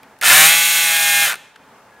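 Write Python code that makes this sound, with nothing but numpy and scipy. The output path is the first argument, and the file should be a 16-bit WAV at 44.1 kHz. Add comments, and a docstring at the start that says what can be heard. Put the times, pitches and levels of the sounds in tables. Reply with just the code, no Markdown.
"""A battery strapping tool friction-welds a plastic strap on a wooden pallet, outdoors in a yard,
close in front of a narrowly spaced pair of microphones. Its motor spins up and shakes a toothed shoe
that knocks at both ends of each stroke and rasps on the strap; the boards hum underneath. The buzz
eases as the plastic softens, then the motor brakes with a groan. The lever clicks faintly before
and after, over a distant outdoor wash."""
import sys
import numpy as np
from scipy import signal
from scipy.fft import rfft, irfft
from scipy.io import wavfile

SR = 44100
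rng = np.random.default_rng(int(sys.argv[2]) if len(sys.argv) > 2 else 0)


def unload_wav(signal):
    """Save mono or channel-first audio to the path in sys.argv[1] as 16-bit WAV at rate SR, clipped to [-1, 1]."""
    wavfile.write(
        sys.argv[1],
        SR,
        np.round(np.clip(np.atleast_2d(signal).T, -1, 1) * 32767).astype(np.int16),
    )


N = 88200

# spectrum of the distant wash (frequency [Hz], relative level [dB])
WASH_SPECTRUM = [(15, -70.5), (25, -34.5), (48, -17), (129, -8.5), (289, -5.5), (331, -13.5), (421, -5.5),
                 (666, -6.5), (848, -4), (1620, -8.5), (2630, -18), (3930, -24), (15500, -35)]
# faint steady tones in the wash (start [s], frequency [Hz], level [dB])
WASH_TONES = [(0, 878, -60.5), (1.9, 1680, -53.5)]
# lever, drive and strap clicks (time [s], knock level [dB], knock pitch [Hz], snap level [dB])
CLICK_EVENTS = [(.0313, -41, 2370, -40.5), (.038, -46, 2600, -63), (.1644, -48, 2010, -71),
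                (.1884, -72, 4080, -42), (.2162, -18.5, 1838, -40), (1.3227, -16, 1530, -44),
                (1.3396, -20, 1450, -52), (1.558, -42.5, 3040, -59), (1.5605, -35, 1700, -72),
                (1.9444, -59, 1674, -56)]
# speed of the drive, one turn to each back-and-forth of the shoe (time [s], speed [turns/s])
SHOE_SPEED = [(.213, 32), (.24, 70), (.27, 109), (.3, 136.7), (.336, 149), (.37, 154.9), (.428, 156.8),
              (.478, 162.4), (.528, 165.3), (.632, 167.3), (.72, 167.6), (.804, 166.7), (.912, 164.4),
              (1.1, 163.5), (1.255, 162.8), (1.272, 130), (1.316, 66), (1.356, 27)]
# force on the shoe (time [s], knock level [dB], rasp level [dB], groan level [dB])
SHOE_FORCE = [(.213, -40, -19, -29), (.232, -21, -26.5, -14), (.25, -21.5, -12, -14.5), (.3, -14, -11, -13),
              (.45, -29.5, -10.5, -23.5), (.52, -24.5, -16.5, -31), (.62, -33, -18, -37),
              (.8, -33, -19, -34), (.98, -30.5, -20, -48), (1.15, -33.5, -19, -36.5),
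              (1.255, -32, -20, -29.5), (1.285, -29, -22.5, -21.5), (1.32, -28, -24.5, -21.5),
              (1.355, -34, -56, -29)]
# spectrum of the knocks (frequency [Hz], relative level [dB])
KNOCK_SPECTRUM = [(40, -38.5), (300, -35.5), (700, 1), (1000, -6), (1400, -13), (2300, 6.5), (3500, -7.5),
                  (5000, -10.5), (9000, -2.5), (15500, -14)]
# ringing of the housing (frequency [Hz], relative level [dB], t60 [s])
HOUSING_MODES = [(1421, -1, .03), (1549, -6.5, 0.069), (1748, 3.5, 0.024), (2065, -5.5, 0.035),
                 (2462, -12.5, 0.02), (2565, -3.5, 0.027), (3036, -5, 0.031), (3514, -9, 0.027)]
# spectrum of the teeth on the strap (frequency [Hz], relative level [dB])
RASP_SPECTRUM = [(60, -43), (400, -27.5), (1000, -9), (2200, -0.5), (3800, 3.5), (5000, -1.5), (6100, 0.5),
                 (6800, 3.5), (7800, 0), (8900, 5), (9400, -1), (10000, 2.5), (10800, -3), (11600, 2),
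                 (12350, -3.5), (13200, 4.5), (14200, -4), (15700, -4.5)]
# swell of the pitched buzz (time [s], level [dB])
BUZZ_LEVEL = [(.23, -47), (.31, -15), (.43, -10.5), (.55, -15.5), (.7, -19.5), (.85, -17.5), (.98, -18.5),
              (1.1, -16.5), (1.24, -15.5), (1.275, -25), (1.33, -51.5)]
# balance of its harmonics in each state of the strap (harmonic [n], cold [dB], soft [dB], molten [dB])
BUZZ_HARMONICS = [(1, -23, -26.5, -25.5), (2, -27, -36.5, -38.5), (3, -12, -24, -27), (4, -9, -30.5, -21),
                  (5, -1, -13, -7), (6, -21.5, -33, -25.5), (7, -4, -15.5, -18), (8, -4, -27, -23.5),
                  (9, -12.5, -9.5, -15.5), (10, -4, -19, -3.5), (11, 1.5, -18, -3.5), (12, 0.5, -8, -20.5),
                  (13, -3, -3, -2), (14, -1, -12, -14), (15, 5.5, -5.5, 0.5), (16, -10.5, -4, -9.5),
                  (17, 0.5, -20.5, -6), (18, -2.5, -11.5, -29.5), (19, -1.5, -18, -10.5), (20, -6, -4, -5),
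                  (21, -18.5, -14.5, -7), (22, -1.5, -7, -9), (23, -6.5, -21.5, -28), (24, -15, -14, -22.5),
                  (25, -24, -26, -13.5)]
# difference between the microphones for the close tool (frequency [Hz], side to mid [dB])
TOOL_WIDTH = [(60, -21.5), (450, -21), (800, -47.5), (2000, -59.5), (3300, -42), (5500, -30.5), (9000, -25),
              (14000, -10.5)]
# difference between the microphones for the distant wash (frequency [Hz], side to mid [dB])
WASH_WIDTH = [(130, -28), (1400, -14.5), (7000, 2)]
# reverberation of the yard (frequency [Hz], t60 [s])
YARD_DECAY = [(150, 1), (1000, .6), (3000, 0.82), (8000, .46), (15000, 0.23)]

START_S, STOP_S = .2128, 1.359
SOFTEN_SPAN_S, MELT_SPAN_S = (.44, .495), (.82, .98)
KNOCK_FALL_S, SNAP_FALL_S, CLICK_Q = .0036, .0015, 6.25
RETURN_TURNS, RETURN_DB, STROKE_SPREAD_DB, JITTER_S = .52, 1, 1, .0001
CHATTER_S, CHATTER_DB, RING_DB = .0013, -11, -5.5
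GROAN_HOLD, GROAN_FALL_S = .35, .006
RASP_HOLD, RASP_FALL_S, GRIT_SPREAD_DB, TEETH_DB, TEETH_PER_TURN = .43, .0077, .5, -6.5, 14
PALLET_HZ, PALLET_WIDTH_HZ, PALLET_DB = 157, 5, -44
BUZZ_WAVER, BUZZ_LAG_TURNS = .06, .027
WASH_DB, YARD_DB, FIRST_ECHOES_S, SCATTER_S = -50, -24.5, .13, .004
TIME = np.arange(N) / SR


def amp(db):
    """Decibels to gain."""
    return 10 ** (np.asarray(db) / 20)


def unit(x):
    """Scales to rms 1."""
    return x / np.sqrt(np.mean(x ** 2) + 1e-20)


def curve(rows, column=1):
    """One column of a time table, at every sample."""
    rows = np.array(rows)
    return np.interp(TIME, rows[:, 0], rows[:, column])


def read(points, hz):
    """Reads a table on a log-frequency axis."""
    table_hz, value = np.transpose(points)
    return np.interp(np.log(hz + 1), np.log(table_hz), value)


def causal(db):
    """Complex gains of a causal body with these levels, from 0 Hz up."""
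    log_gain = np.log(amp(np.r_[db, db[-2:0:-1]]))
    return np.exp(np.conj(signal.hilbert(log_gain)))[:len(db)]


def colour(x, spectrum):
    """Filters through a body with this spectrum, at about equal power."""
    taps = irfft(causal(read(spectrum, np.fft.rfftfreq(4096, 1 / SR))))
    return signal.fftconvolve(x, taps / np.linalg.norm(taps))[:N]


def waver(rate_hz):
    """Random drift of rms 1, mostly slower than the given rate."""
    hz = np.fft.rfftfreq(N, 1 / SR)
    return unit(irfft(rfft(rng.standard_normal(N)) / (1 + (hz / rate_hz) ** 4), N))


def fade(x, fall_s):
    """Gives every impulse an exponential tail."""
    return signal.lfilter([1], [1, -np.exp(-1 / (fall_s * SR))], x)


def crossings(turns):
    """Samples at which a new turn begins."""
    return np.flatnonzero(np.diff(np.ceil(turns)) > 0)


def distant_wash():
    """The outdoors far behind the tool: a gently wavering wash with faint tones in it."""
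    wash = amp(WASH_DB + 1.4 * waver(5.1)) * colour(rng.standard_normal(N), WASH_SPECTRUM)
    for start_s, hz, db in WASH_TONES:
        onset = np.clip((TIME - start_s) / .026, 0, 1)
        phase = 2 * np.pi * hz * TIME + .31 * waver(10)
        wash += amp(db) * onset * np.sqrt(2) * np.sin(phase)
    return wash


def clicks():
    """Lever, drive and strap give small plastic clicks: a short dull knock and a bright snap."""
    out, t = np.zeros(N), np.arange(SR // 20) / SR
    for start_s, knock_db, hz, snap_db in CLICK_EVENTS:
        knock_noise, snap_noise = rng.standard_normal((2, len(t)))
        body = unit(signal.lfilter(*signal.iirpeak(hz, CLICK_Q, SR), knock_noise))
        knock = amp(knock_db) * body * np.exp(-t / KNOCK_FALL_S)
        snap = amp(snap_db) * snap_noise * np.exp(-t / SNAP_FALL_S)
        slot = out[round(start_s * SR):][:len(t)]
        slot += (knock + snap)[:len(slot)]
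    return out


def strokes(turns):
    """One uneven impulse at each end of the shoe's travel."""
    hits = np.zeros(N)
    for offset, db in ((0, 0), (RETURN_TURNS, RETURN_DB)):
        at = crossings(turns - offset)
        size, late = rng.standard_normal((N // 100, 2))[:len(at)].T
        at += np.round(late * JITTER_S * SR).astype(int)
        hits[at] += amp(db + STROKE_SPREAD_DB * size)
    return hits


def knocks(hits):
    """Each reversal strikes the housing, which chatters and rings."""
    chatter = amp(CHATTER_DB) * fade(hits, CHATTER_S) * rng.standard_normal(N)
    force = unit(hits + chatter) * amp(curve(SHOE_FORCE))
    return colour(force, KNOCK_SPECTRUM) + amp(RING_DB) * housing(force)


def housing(force):
    """Rings the modes of the tool's housing, at about equal power."""
    t = np.arange(SR // 10) / SR
    ring = sum(amp(db - 60 * t / t60) * np.cos(2 * np.pi * hz * t) for hz, db, t60 in HOUSING_MODES)
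    return signal.fftconvolve(force, ring / np.linalg.norm(ring))[:N]


def groan(hits, running):
    """The dragging shoe keeps the housing ringing, most while the motor starts and brakes."""
    drag = (GROAN_HOLD * running + fade(hits, GROAN_FALL_S)) * rng.standard_normal(N)
    return housing(unit(drag) * amp(curve(SHOE_FORCE, column=3)))


def rasp(turns, hits, running):
    """Teeth catch at the same places every turn and grind the strap, hardest after each reversal."""
    teeth = np.zeros(N)
    for place, size in zip(rng.random(TEETH_PER_TURN), rng.standard_normal(N // 100)):
        teeth[crossings(turns - place)] += size
    grit = unit(rng.standard_normal(N) * amp(GRIT_SPREAD_DB * waver(3000)))
    grip = RASP_HOLD * running + fade(hits, RASP_FALL_S)
    friction = unit(grip * (grit + amp(TEETH_DB) * unit(teeth)))
    return colour(friction * amp(curve(SHOE_FORCE, column=2)), RASP_SPECTRUM)


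def pallet(turns, running):
    """The shaken boards hum, swell as the speed passes their resonance, and ring on after the stop."""
    shake = np.sqrt(2) * np.sin(2 * np.pi * turns) * running
    boards = signal.iirpeak(PALLET_HZ, PALLET_HZ / PALLET_WIDTH_HZ, SR)
    return amp(PALLET_DB) * signal.lfilter(*boards, shake)


def buzz(turns):
    """The shaking that repeats every turn; its timbre shifts as the strap softens, then melts."""
    soften = np.interp(TIME, SOFTEN_SPAN_S, (0, 1))
    melt = np.interp(TIME, MELT_SPAN_S, (0, 1))
    orders = np.arange(len(BUZZ_HARMONICS) + 2)
    harmonics, *states = np.transpose(BUZZ_HARMONICS)
    gains = [causal(np.interp(orders, harmonics, db)) for db in states]
    cold, soft, molten = (gain / np.linalg.norm(gain) for gain in gains)
    out = np.zeros(N)
    for k in orders[1:-1]:
        size = (1 - soften) * abs(cold[k]) + (soften - melt) * abs(soft[k]) + melt * abs(molten[k])
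        phase = 2 * np.pi * k * (turns - BUZZ_LAG_TURNS) + np.angle(molten[k])
        out += size * (1 + BUZZ_WAVER * waver(17)) * np.cos(phase)
    return np.sqrt(2) * out * amp(curve(BUZZ_LEVEL))


def board_reflections(x):
    """Quick reflections off the boards, which reach the two microphones differently."""
    t = np.arange(SR // 20) / SR
    taps = rng.standard_normal(len(t)) * np.exp(-t / SCATTER_S)
    return signal.fftconvolve(x, taps / np.linalg.norm(taps))[:N]


def yard(x):
    """Weak scattered echoes from around the yard, dying sooner in the treble."""
    echoes = rng.standard_normal((2, SR)) * (rng.random((2, SR)) < .05)
    hz, t, spectra = signal.stft(echoes, SR, nperseg=256)
    age = t - np.minimum(t, FIRST_ECHOES_S) / 2  # fades half as fast while the first echoes arrive
    decay = amp(-60 * age / read(YARD_DECAY, hz)[:, None])
    tail = signal.istft(spectra * decay, SR, nperseg=256)[1]
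    tail = tail + .91 * tail[::-1]  # both microphones hear nearly the same echoes
    return amp(YARD_DB) * signal.fftconvolve(x[None], tail / np.linalg.norm(tail[0]), axes=1)[:, :N]


def microphone_pair(mid, difference, width):
    """Left and right from a common sound and a difference shaped by a width table."""
    side_gain = amp(read(width, np.fft.rfftfreq(N, 1 / SR)))
    side = irfft(rfft(difference) * side_gain, N)
    return np.array([mid + side, mid - side])


def scene():
    """The tool close and centred in front of the pair, the yard around it, the wash far off."""
    running = (TIME > START_S) & (TIME < STOP_S)
    turns = np.cumsum(curve(SHOE_SPEED) * running) / SR
    hits = strokes(turns)
    shoe = buzz(turns) * running + knocks(hits) + groan(hits, running) + rasp(turns, hits, running)
    tool = shoe + pallet(turns, running) + clicks()
    close = microphone_pair(tool, board_reflections(tool), TOOL_WIDTH)
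    return close + yard(tool) + microphone_pair(distant_wash(), distant_wash(), WASH_WIDTH)


def record(dry):
    """The recorder overloads softly on the loudest peaks and cuts the top treble."""
    squashed = dry / (1 + dry ** 4) ** (1 / 4)
    lowpass = signal.firwin(511, 15800, window=("kaiser", 8), fs=SR)
    return signal.oaconvolve(squashed, lowpass[None], "same")


dry = scene()
out = record(dry)
unload_wav(out)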